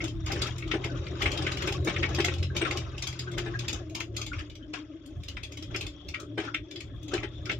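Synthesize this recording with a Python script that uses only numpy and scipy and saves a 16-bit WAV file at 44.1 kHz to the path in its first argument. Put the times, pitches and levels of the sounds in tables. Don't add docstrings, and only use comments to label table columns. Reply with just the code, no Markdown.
import sys
import numpy as np
from scipy import signal
from scipy.fft import rfft, irfft, next_fast_len
from scipy.io import wavfile
from scipy.ndimage import uniform_filter1d

SR = 44100
rng = np.random.default_rng(int(sys.argv[2]) if len(sys.argv) > 2 else 0)


def unload_wav(signal):
    wavfile.write(
        sys.argv[1],
        SR,
        np.round(np.clip(np.atleast_2d(signal).T, -1, 1) * 32767).astype(np.int16),
    )


N = 334719

# frequency_hz, density_db
CRACK_COLOUR = [(400, -0.5), (900, -12.5), (1500, 0.5), (2500, 3.5), (3500, -3), (4500, -15.5), (5500, -12),
                (7500, -30), (8400, -15.5), (9300, -49), (16000, -35)]
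# frequency_hz, density_db
UNDERBODY_COLOUR = [(100, -22), (200, -12), (280, -3), (400, 6), (520, 1), (680, 3.5), (850, -4.5),
                    (1100, -1.5), (1800, -8), (4000, -61)]


def tyres(rumble_db, roar_db):
    # frequency_hz, density_db
    rumble_colour = [(15, -34), (28, -15), (40, -5.5), (52, 3), (63, -4), (78, 6), (100, 0.5), (122, -12.5),
                     (150, -13), (220, -23), (400, -69)]
    # frequency_hz, density_db
    roar_colour = [(60, -7), (110, 1.5), (160, 4.5), (215, -11), (265, 0), (330, 10.5), (390, 7.5),
                   (460, -9.5), (590, 2.5), (750, -26.5), (1200, -42), (3000, -54)]
    shake = coloured(rng.standard_normal((2, N)), rumble_colour)
    shake = shake / np.sqrt(uniform_filter1d(np.mean(shake ** 2, axis=0), size=2600) + 1e-9)
    treads = np.zeros((2, N))
    for wheel in range(4):
        tread = coloured(rng.standard_normal((2, N)), roar_colour, ripple_db=3, order=110)
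        treads += from_db(4.5 * drift(9)) * tread
    rumble = from_db(rumble_db - 3.0 + 2.5 * drift(6.4)) * shake
    return rumble + from_db(roar_db + 4.5) * rms_one(treads)


def body_shake():
    # time_s, level_db
    steady = [(0, -37.5), (3.08, -37.5), (3.2, -61), (3.5, -35.5), (3.9, -42), (4.15, -43), (4.55, -43.5),
              (4.72, -52), (5.02, -52), (5.15, -42), (6.05, -45), (6.25, -52), (6.72, -64), (6.85, -42.5),
              (7.59, -37.5)]
    # middle_s, level_db
    bumps = [(0.165, -31.5), (0.25, -31), (0.408, -30.5), (0.51, -33.5), (0.67, -30.5), (0.87, -31.5),
             (0.99, -34), (1.26, -28.5), (1.44, -39), (1.601, -36), (1.81, -26), (1.978, -38), (2.109, -31),
             (2.501, -29.5), (2.769, -36), (2.94, -40), (3.101, -39), (3.38, -35), (3.54, -42),
             (3.74, -35.0), (4.02, -40), (4.389, -31.5), (4.6, -44), (5.189, -35), (5.35, -35), (5.51, -46),
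             (5.71, -37), (5.85, -34.5), (6.089, -38.5), (6.61, -41), (6.97, -36), (7.169, -42),
             (7.28, -41), (7.548, -38)]
    half_width_s = 0.02
    t = np.arange(N) / SR
    power = from_db(in_time(steady)[0]) ** 2
    for s, db in bumps:
        power = power + from_db(db) ** 2 * np.exp(-np.minimum(((t - s) / half_width_s) ** 2, 20))
    return 10 * np.log10(power)


def surface():
    # time_s, roar_db, crunch_db
    packed = [(0, -58, -76), (.18, -66, -59.5), (.6, -55.5, -57), (1.1, -49, -54), (2.45, -49.5, -67),
              (2.85, -55, -55.5), (3.08, -57.5, -55.5), (3.6, -55.5, -62), (4.1, -56, -71.5),
              (4.6, -61.5, -72), (5.1, -58.5, -68), (5.5, -57.5, -66), (5.95, -56, -68.5),
              (6.65, -57.5, -69.5), (7.59, -50, -65.5)]
    # start_s, length_s, roar_db, crunch_db
    patches = [(0, 0.041, -41.5, -47.5), (0.263, 0.22, -45.5, -45.5), (0.77, 0.26, -50, -81),
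               (1.202, 0.56, -44, -47), (1.846, 0.48, -43, -49), (2.546, 0.23, -43.5, -47),
               (3.32, 0.48, -51.5, -56.5), (4.045, 0.095, -52.5, -84), (4.136, 0.083, -55, -61),
               (4.324, 0.095, -69, -54.5), (4.731, 0.054, -83, -51.5), (5.703, 0.14, -49, -57.5),
               (6.163, 0.089, -51.5, -85), (6.384, 0.099, -60, -51.5), (7.11, 0.08, -46.5, -50),
               (7.466, 0.084, -47, -67)]
    attack_s, release_db_per_s = 0.0077, 221
    t = np.arange(N) / SR
    power = from_db(in_time(packed)) ** 2
    for s, length, *levels_db in patches:
        attack = np.clip((t - s) / attack_s, 0, 1)
        release = from_db(-release_db_per_s * np.clip(t - s - length, 0, 1))
        power = power + np.outer(from_db(levels_db), attack * release) ** 2
    return 10 * np.log10(power)


def gravel(crunch_db, hiss_db):
    # frequency_hz, density_db
    gravel_colour = [(400, -14), (700, -7), (1000, 6.5), (1500, 7), (2400, 5), (3300, 6.5), (4400, -3.5),
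                     (5200, -1), (7000, -7.5), (8000, -29), (9500, -31.5), (16000, -42)]
    grinding = stones(per_s=2200, size_db=4, low_hz=620, high_hz=8000, cycles=40)
    grit = from_db(hiss_db + 4 * drift(24)) * rng.standard_normal((2, N))
    return from_db(crunch_db) * coloured(grinding + grit, gravel_colour)


def underbody(level_db):
    thinning = 0.27
    knocks = stones(per_s=200, size_db=3, low_hz=380, high_hz=1250, cycles=74)
    thinned_db = level_db - thinning * (level_db.max() - level_db)
    return from_db(thinned_db) * coloured(knocks, UNDERBODY_COLOUR)


def stones(per_s, size_db, low_hz, high_hz, cycles, count=24):
    blur_t60_s = .05
    born = rng.random(N) < per_s * from_db(4 * drift(25)) / SR
    spread = from_db(size_db * np.minimum(rng.exponential(1, N), 3))
    sizes = born * spread * rng.standard_normal((2, N))
    dealt = rng.integers(0, count, N)
    rings = 0
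    for k, hz in enumerate(np.geomspace(low_hz, high_hz, count)):
        r = from_db(-60 * hz / (cycles * SR))
        w = 2 * np.pi * hz / SR
        struck = sizes * (dealt == k) + 1e-18
        rings = rings + signal.lfilter([w, -w], [1, -2 * r * np.cos(w), r * r], struck)
    t = np.arange(SR // 10) / SR
    blur = rng.standard_normal((2, len(t))) * from_db(-60 * t / blur_t60_s)
    return rms_one(signal.fftconvolve(rings, blur, axes=1)[:, :N])


def floor_knocks():
    # time_s, thud_db, crack_db
    knocks = np.array([(0.32, -24.5, -51), (0.359, -34, -39.5), (0.4169, -28, -52), (0.74, -15.5, -37.5),
                       (0.849, -23.5, -46), (1.259, -19.5, -31), (1.332, -32, -59), (1.226, -22.5, -43),
                       (1.47, -41, -37.5), (1.675, -19, -33.5), (2.03, -29, -48), (2.283, -27, -38),
                       (1.874, -16.5, -30), (2.186, -13, -31.5), (2.614, -15.5, -29.5), (2.65, -42, -31),
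                       (3.379, -25, -35), (3.46, -26.5, -40.5), (4.384, -53, -44.5), (5.749, -29, -39.5),
                       (6.379, -17, -33.5), (6.44, -28.5, -45), (7.136, -18, -35.5), (7.231, -25, -36.5),
                       (7.511, -30.5, -43)])
    # frequency_hz, level_db, t60_s
    floor_modes = [(344.4, -4, 0.11), (363.3, -16, 0.18), (411, -8.5, 0.11), (567, -22.5, 0.036),
                   (619, -19, 0.093), (665, -23, 0.024), (803, -21.5, 0.21), (960, -9.5, 0.018)]
    early_s, bounce_s, thud_db = .003, .011, -4.5
    shudder_db, shudder_t60_s = -20, 0.1
    t = np.arange(SR // 4) / SR
    thuds, shudder = np.zeros(N), np.zeros(N)
    for s, db, _ in knocks:
        for late_s in (-early_s, bounce_s):
            ring = np.zeros(len(t))
            for hz, mode_db, t60 in floor_modes:
                strength_db, detune, turn = rng.standard_normal(3)
                wave = np.sin(2 * np.pi * (hz * (1 + 0.0345 * detune) * t + turn))
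                ring += from_db(mode_db + strength_db - 60 * t / t60) * wave
            add(thuds, s + late_s, from_db(db + thud_db) * ring * (1 - np.exp(-t / 0.0015)))
        fall_db = 60 * np.maximum(t - bounce_s, 0) / shudder_t60_s
        envelope = from_db(db + shudder_db - fall_db) * (1 - np.exp(-t / 0.0017))
        add(shudder, s - early_s, envelope)
    cracks = strikes(knocks[:, [0, 2]], CRACK_COLOUR, body_t60=0.055, tail_t60=0.11, tail_db=1.0,
                     lead_s=0.0093, lead_db=2.5, rebound_s=0.024, rebound_db=-2.5, late_s=0)
    panels = shudder * coloured(rng.standard_normal((2, N)), UNDERBODY_COLOUR)
    return thuds * panned(2.8) + panels + from_db(3.5) * cracks


def rattles():
    # time_s, level_db, brightness_db
    tick_events = [(.0412, -35.5, 2.5), (.0805, -40, 1.5), (.2634, -37, 0.5), (.3212, -31.5, 5),
                   (.4196, -27, 2.5), (.4692, -37, 2), (.5831, -41.5, 7), (.6787, -46, 0),
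                   (.7158, -34, -8.5), (.845, -37, -0.5), (1.068, -42.5, -5), (1.2229, -29.5, 3),
                   (1.3182, -32, 1), (1.3758, -32, -2), (1.4234, -37.5, -8), (1.5198, -32.5, -0.5),
                   (1.5725, -33.5, -2), (1.623, -36, 3), (1.6747, -31, 4.5), (1.7242, -33, 1),
                   (1.8483, -41.5, 13), (1.8961, -37, -8), (2.091, -44, 0), (2.148, -31.5, 1),
                   (2.2033, -26.5, -1.5), (2.2481, -26, 4), (2.3392, -36.5, 0), (2.3841, -44, -1),
                   (2.429, -34.5, -2.5), (2.5664, -26.5, 0.5), (2.7111, -36, 0), (2.7728, -32, 2),
                   (2.9808, -37, 1), (3.025, -31.5, 2), (3.072, -32, 1.5), (3.1287, -41.5, -2),
                   (3.1938, -32, 0), (3.3173, -45, 4), (3.3824, -33.5, 3.5), (3.5929, -33, 1.5),
                   (3.6838, -29, -0.5), (3.731, -30.5, 1), (3.8983, -51, 2), (3.9512, -32, 1),
                   (4.0044, -33, -0.5), (4.1675, -32.5, 3.5), (4.2162, -32.5, 1), (4.2654, -37.5, 2),
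                   (4.393, -42, -3), (4.5005, -47, -5), (4.5547, -47.5, -0.5), (4.7366, -40, -8),
                   (5.0614, -52, 9), (5.2358, -45, 2.5), (5.2851, -36.5, 0), (5.4345, -36, 3.5),
                   (5.5223, -44, 1), (5.5732, -40.5, 0.5), (5.6258, -41.5, 1), (5.7622, -33, 2),
                   (5.8111, -33, 1.5), (5.867, -37, 1.5), (6.0872, -39, 2.5), (6.1452, -47, 2),
                   (6.2012, -43, 9), (6.7122, -40.5, 1), (6.7599, -39, -3), (6.807, -38.5, -1.5),
                   (7.031, -52, 9), (7.0833, -44.5, -0.5), (7.139, -32, -1.5), (7.4567, -39.5, 0),
                   (7.5156, -34.5, -3)]
    # frequency_hz, density_db
    tick_colour = [(400, -12), (1000, -18.5), (1800, -16), (2300, -2), (3300, -0.5), (4500, -8),
                   (5000, -1.5), (6000, -9.5), (7200, -7.5), (7900, -21.5), (8600, -17.5), (9500, -31),
                   (12000, -23), (16000, -35.5)]
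    # time_s, level_db
    clack_events = [(0.0034, -30), (0.316, -31), (0.624, -34.5), (0.7139, -22.5), (0.8404, -30),
                    (1.0675, -37.5), (1.2189, -24.5), (1.258, -20.5), (1.4672, -23.5), (1.6216, -29.5),
                    (1.9637, -25.5), (2.0302, -20.5), (2.2453, -21.5), (2.2824, -27), (2.7101, -25.5),
                    (4.006, -29), (4.333, -34), (5.7463, -27), (6.1434, -27), (6.545, -22.5), (7.1786, -31),
                    (7.4966, -22.5)]
    # frequency_hz, density_db
    clack_colour = [(400, -5.5), (1050, -31.5), (1400, -4.5), (1850, -5), (2200, 9.5), (2800, 2),
                    (3500, -3), (4400, -14), (5200, -17), (6500, -22.5), (8300, -27.5), (9300, -51),
                    (16000, -39)]
    # frequency_hz, level_db, t60_s
    panel_modes = [(1330, -8, 0.07), (1490, -17.5, 0.045), (1910, -15.5, 0.17), (2120, 1.5, 0.039),
                   (2350, -9, 0.015), (2573, -13, 0.079), (2720, -7.5, 0.078), (3150, -13, 0.058)]
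    # time_s, level_db
    arch_hits = [(4.7372, -34.5), (5.3678, -34)]
    # time_s, level_db
    tinkle_events = [(.3601, -49), (1.4222, -44), (2.1844, -47), (2.6145, -40)]
    # frequency_hz, level_db, t60_s
    tinkle_modes = [(8280, -2.5, 0.058), (8100, -6, 0.053)]
    ticks = strikes(tick_events, tick_colour, body_t60=0.019, tail_t60=0.14, tail_db=-6.0,
                    lead_s=.007, lead_db=7.5, rebound_s=0.0034, rebound_db=-8.5, late_s=0)
    clacks = strikes(clack_events, clack_colour, body_t60=0.011, tail_t60=0.11, tail_db=-9.0,
                     lead_s=0.0083, lead_db=6.5, rebound_s=.008, rebound_db=-1.5, late_s=0.000965)
    arch = strikes(arch_hits, CRACK_COLOUR, body_t60=0.055, tail_t60=0.22, tail_db=-11.5,
                   lead_s=0.0027, lead_db=3.0, rebound_s=0.007, rebound_db=-31.0, late_s=0)
    panel = ringing(clack_events, panel_modes, rise_s=0.00097, spread_db=-2.0)
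    tinkle = ringing(tinkle_events, tinkle_modes, rise_s=0.002, spread_db=3)
    trim = from_db(-3.5) * clacks + from_db(-2) * panel * panned(2.7)
    return from_db(1) * with_echo(ticks) + trim + arch * panned(5.4) + from_db(4.5) * tinkle


def strikes(events, colour, body_t60, tail_t60, tail_db, lead_s, lead_db, rebound_s, rebound_db,
            late_s, size=7200):
    out = np.zeros((2, N))
    shared = rng.standard_normal((2, size))
    hz, colour_db = np.transpose(colour)
    treble = np.clip(np.log2(hz / 4700), -.4, 1)
    for s, db, *brightness_db in events:
        own_colour = np.c_[hz, colour_db + sum(brightness_db) * treble]
        ring = coloured(shared + rng.standard_normal((2, size)), own_colour, ripple_db=1.8)
        touches = contacts(lead_s, lead_db, rebound_s, rebound_db)
        sound = signal.fftconvolve(response(ring, body_t60, tail_t60, tail_db), touches[None])
        peak = np.sqrt(uniform_filter1d(np.mean(sound ** 2, axis=0), size=180).max())
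        add(out, s + late_s - lead_s, from_db(db) * sound / peak)
    return out


def contacts(lead_s, lead_db, rebound_s, rebound_db, size=2400):
    spray_db, spray_t60_s = -2.5, 0.024
    n = np.arange(size)
    main = min(round(lead_s * SR) + 2, size // 2)
    swell = dulled(rng.standard_normal(size) * (n < main) * (n / main) ** 2, hz=12100)
    out = from_db(lead_db) * swell / np.linalg.norm(swell) / 2
    out[main] += 1
    spray = (rng.standard_normal(size) ** 3 * from_db(-60 * n / SR / spray_t60_s))[:size - main]
    out[main:] += from_db(spray_db) * spray / np.linalg.norm(spray)
    for delay, strength in rng.random((4, 2)):
        place = min(main + round(delay * rebound_s * SR), size - 1)
        out[place] += from_db(rebound_db) * (2 * strength - 1)
    return out


def response(ring, body_t60, tail_t60, tail_db):
    body_pan_db, tail_pan_db = -3, 6
    t = np.arange(ring.shape[1]) / SR
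    tail = ring * from_db(tail_db - 60 * t / tail_t60) * (1 - np.exp(-t / 0.0075))
    body = ring * from_db(-60 * t / body_t60) * (1 - np.exp(-t / 0.00047))
    return body * panned(body_pan_db) + dulled(tail, hz=7040) * panned(tail_pan_db)


def ringing(events, modes, rise_s, spread_db, size=8000):
    out = np.zeros((2, N))
    t = np.arange(size) / SR
    for s, db in events:
        ring = np.zeros((2, size))
        for hz, mode_db, t60 in modes:
            strength_db = mode_db + spread_db * rng.standard_normal()
            ear_phase = rng.standard_normal((2, 1))
            wave = np.sin(2 * np.pi * (hz * t + rng.random()) + ear_phase)
            ring += from_db(strength_db - 60 * t / t60) * wave
        add(out, s, from_db(db) * ring * (1 - np.exp(-t / rise_s)))
    return out


def with_echo(x):
    delay_s, echo_db = 0.013, -12.5
    lag = round(delay_s * SR)
    return x + from_db(echo_db) * np.pad(x[::-1], ((0, 0), (lag, 0)))[:, :N]


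def pebble_pops():
    # start_s, level_db, pitch_hz
    pop_events = [(0.893, -42, 1577), (0.946, -44, 1246), (2.113, -42, 1750), (2.5013, -41.5, 1624),
                  (3.2722, -35, 1547), (3.5392, -30, 1697), (4.316, -34, 1473), (7.11, -45, 1312)]
    pop_db, rise_s, t60_s, sag_hz_per_s = 3.5, 0.0024, 0.038, 7300
    tail_db, tail_t60_s = 7.5, 0.11
    out = np.zeros((2, N))
    t = np.arange(SR // 5) / SR
    for s, db, hz in pop_events:
        sagging_hz = hz - sag_hz_per_s * np.minimum(t, t60_s)
        wave = np.sin(2 * np.pi * np.cumsum(sagging_hz) / SR)
        note = wave * np.minimum(t / rise_s, 1) * from_db(-60 * t / t60_s)
        room = rng.standard_normal((2, len(t))) * from_db(-60 * t / tail_t60_s)
        room *= from_db(tail_db) / np.linalg.norm(room[0])
        room[:, 0] += 1
        sound = signal.fftconvolve(room, note[None])
        add(out, s, from_db(db + pop_db) * sound / np.abs(sound).max())
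    return out * panned(3)


def scuffs():
    # start_s, length_s, level_db, pitch_hz
    skids = [(0.776, 0.092, -53, 980), (0.931, 0.047, -53, 1410), (2.802, 0.053, -53, 590),
             (3.955, 0.066, -51.5, 1040), (4.182, 0.042, -50.5, 1218), (4.398, 0.014, -52, 1800),
             (4.609, 0.036, -62, 1570), (4.624, .012, -56.5, 3150), (6.137, .02, -45.5, 1330),
             (6.188, 0.036, -49, 1320), (6.472, 0.018, -41, 1402), (6.893, 0.058, -65, 1720),
             (7.463, 0.027, -47.5, 1405)]
    pass_width_hz = 294
    grain_db, rise_s, release_db_per_s = 1.5, 0.0018, 458
    out = np.zeros((2, N))
    t = np.arange(SR // 5) / SR
    for s, length, db, hz in skids:
        peak_filter = signal.iirpeak(hz, hz / pass_width_hz, fs=SR)
        band = signal.lfilter(*peak_filter, rng.standard_normal((2, len(t))))
        band = rms_one(signal.lfilter(*peak_filter, band))
        release_db = release_db_per_s * np.maximum(t - length, 0)
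        level_db = db + grain_db * drift(90)[:len(t)] - release_db
        add(out, s, from_db(level_db) * np.minimum(t / rise_s, 1) * band)
    return out * panned(7.6)


def tyre_drone():
    # middle_s, length_s, level_db, pitch_hz
    drones = [(0.108, 0.31, -40, 318.5), (0.692, 0.13, -39, 325.4), (0.938, 0.059, -40, 325),
              (1.119, 0.12, -41, 335.5), (2.041, 0.15, -41, 344.6), (3.407, 0.2, -36.5, 341.6),
              (3.684, 0.093, -43, 335), (3.887, 0.17, -41, 315), (4.033, 0.075, -44.5, 329.4),
              (4.215, 0.27, -48, 315), (4.392, 0.14, -43.5, 304.6), (4.676, 0.13, -42, 300),
              (4.817, 0.07, -42.5, 295), (4.93, 0.055, -34.5, 322), (5.093, 0.11, -41.5, 297),
              (5.364, 0.1, -53, 289.2), (5.621, 0.18, -42, 301.3), (5.919, .17, -52, 303.5),
              (6.33, 0.093, -41.5, 310), (6.524, 0.2, -44.5, 305.5), (6.752, 0.096, -41.5, 320),
              (6.92, 0.33, -49.5, 300.5), (7.082, 0.088, -43.5, 303.2), (7.448, 0.24, -45.5, 316)]
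    t = np.arange(N) / SR
    sway = 1 + .05 * drift(22)
    power = np.zeros(N)
    for s, length, db, hz in drones:
        power += from_db(db) ** 2 * np.exp(-np.minimum(((t - s) / (length / 2)) ** 2, 30))
    pitch, = in_time(np.array(drones)[:, [0, 3]])
    phase = 2 * np.pi * np.cumsum(pitch * sway) / SR
    note = 0
    for k, db, flutter_db in ((1, 0, 3.5), (2, -20, 4.5)):
        note = note + from_db(db + flutter_db * drift(29)) * np.sin(k * phase) * panned(4.0 * k)
    return from_db(-0.5) * np.sqrt(power) * note


def engine(firing_hz, second_db, third_db):
    # multiple_of_firing_rate, level_against_3rd_db
    overtones = [(1, -72), (4, -12), (5, -26.5), (6, -24.5), (7, -22.5)]
    eighth_db = -54
    ear_phase = 0.12 * np.array([[1], [-1]])
    phase = 2 * np.pi * np.cumsum(firing_hz * (1 + .009 * drift(14))) / SR
    levels = [(2, second_db), (3, third_db), (8, eighth_db)]
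    levels += [(round(k), third_db + db) for k, db in overtones]
    hum = np.zeros((2, N))
    for k, db in levels:
        wave = np.sin(k * phase + rng.uniform(0, 2 * np.pi) + ear_phase)
        hum += from_db(db + 2.8 * drift(14)) * wave
    return np.sqrt(2) * hum


def whine(firing_hz):
    # time_s, level_db
    whine_level = [(0, -63), (3.8, -68), (4.1, -77), (4.4, -65), (4.68, -73.5), (5.15, -70), (5.5, -61.5),
                   (6.6, -65.5), (7.59, -58)]
    level_db = in_time(whine_level)[0] + 2.5 * drift(4) + 3 * drift(25)
    breath = np.array([wavering_tone(90 * firing_hz, width_hz=170) for ear in range(2)])
    return from_db(level_db) * breath * panned(9)


def wavering_tone(hz, width_hz):
    phase = 2 * np.pi * np.cumsum(hz) / SR
    return drift(width_hz) * np.cos(phase) + drift(width_hz) * np.sin(phase)


def coloured(pair, colour, ripple_db=0, order=40):
    # frequency_hz, left_right_likeness, left_minus_right_db
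    stereo = [(60, .975, -.2), (130, .92, .5), (250, .9, 3), (400, .92, 2.5), (630, .7, 4.6), (800, .44, 7),
              (1050, .05, 4.5), (1600, .07, 4), (2050, .4, 3), (2540, .2, .8), (3200, -.1, 5),
              (4100, -.2, 4), (5100, .1, 0), (6400, -.2, 6), (8000, .2, 2.5), (14000, 0, 2.5)]
    size = next_fast_len(pair.shape[1])
    hz = np.arange(size // 2 + 1) * SR / size
    alike, pan_db = at_hz(stereo, hz)
    alike = np.clip(alike, -1, 1)
    spectrum_db = at_hz(colour, hz)[0] + ripple_db * unevenness(hz, order)
    mid, side = rfft(pair, size) * from_db(spectrum_db)
    sign = np.array([[1], [-1]])
    both = np.sqrt(1 + alike) * mid + sign * np.sqrt(1 - alike) * side
    both = both * from_db(sign * pan_db / 2)
    return rms_one(irfft(both, size)[:, :pair.shape[1]])


def unevenness(hz, order):
    points = np.linspace(np.log(200), np.log(16000), order)
    return np.interp(np.log(hz + 1), points, rng.standard_normal(order))


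def dulled(x, hz):
    r = np.exp(-2 * np.pi * hz / SR)
    return signal.lfilter([(1 - r) ** 2], [1, -2 * r, r * r], x + 1e-18)


def drift(rate):
    step, settle = 20, 2000
    r = np.exp(-2 * np.pi * rate * step / SR)
    noise = rng.standard_normal(N // step + settle + 2)
    slow = signal.lfilter([1], [1, -2 * r, r * r], noise)[settle:]
    return np.interp(np.arange(N) / step, np.arange(len(slow)), rms_one(slow))


def panned(db):
    return from_db(np.array([[1], [-1]]) * db / 2)


def add(out, s, sound):
    start = int(np.clip(round(s * SR), 0, N - 1))
    out[..., start:start + sound.shape[-1]] += sound[..., :N - start]


def in_time(rows):
    s, *columns = np.transpose(rows)
    return [np.interp(np.arange(N) / SR, s, c) for c in columns]


def at_hz(rows, hz):
    points, *columns = np.transpose(rows)
    return [np.interp(np.log(hz + 1), np.log(points), c) for c in columns]


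def from_db(db):
    return 10 ** (np.asarray(db) / 20)


def rms_one(x):
    return x / np.sqrt(np.mean(x ** 2) + 1e-20)


def scene():
    # time_s, firing_rate_hz, third_harmonic_db
    engine_course = [(0, 39.26, -42), (.45, 40.79, -37), (2.45, 43.86, -38), (2.87, 40.92, -39.5),
                     (3.1, 41.8, -41), (3.3, 41.6, -37), (3.5, 40.4, -36.5), (3.95, 37.97, -46),
                     (4.1, 37.7, -39.5), (4.35, 37.04, -42), (4.6, 38.1, -54), (4.9, 38.1, -55),
                     (5.15, 36.56, -55.5), (5.7, 37.6, -43), (6.0, 36.65, -52.5), (6.35, 37.4, -44),
                     (6.55, 37.3, -43.5), (6.7, 37.34, -54.5), (6.9, 37.6, -44), (7.59, 39.1, -42)]
    second_below_db, boom_hz, boom_width_hz, boom_rise_db = -10, 88.9, 2.3, 24
    roar_db, crunch_db = surface()
    rolling = tyres(body_shake(), roar_db) + underbody((roar_db + crunch_db) / 2)
    crunch = gravel(crunch_db + 5, hiss_db=-2.5) * panned(2.5)
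    blows = floor_knocks() + rattles() + pebble_pops()
    firing_hz, third_db = in_time(engine_course)
    boom_db = boom_rise_db / (1 + ((2 * firing_hz - boom_hz) / boom_width_hz) ** 2)
    second_db = third_db + second_below_db + boom_db
    motor = from_db(-2.5) * engine(firing_hz, second_db, third_db) * panned(.8)
    return rolling + crunch + blows + scuffs() + tyre_drone() + motor + whine(firing_hz)


def record(dry):
    bass_cut = signal.butter(5, 34, "high", fs=SR, output="sos")
    treble_cut = signal.ellip(10, .2, 90, 15900, fs=SR, output="sos")
    return signal.sosfilt(treble_cut, signal.sosfilt(bass_cut, dry))


dry = scene()
out = record(dry)
unload_wav(out)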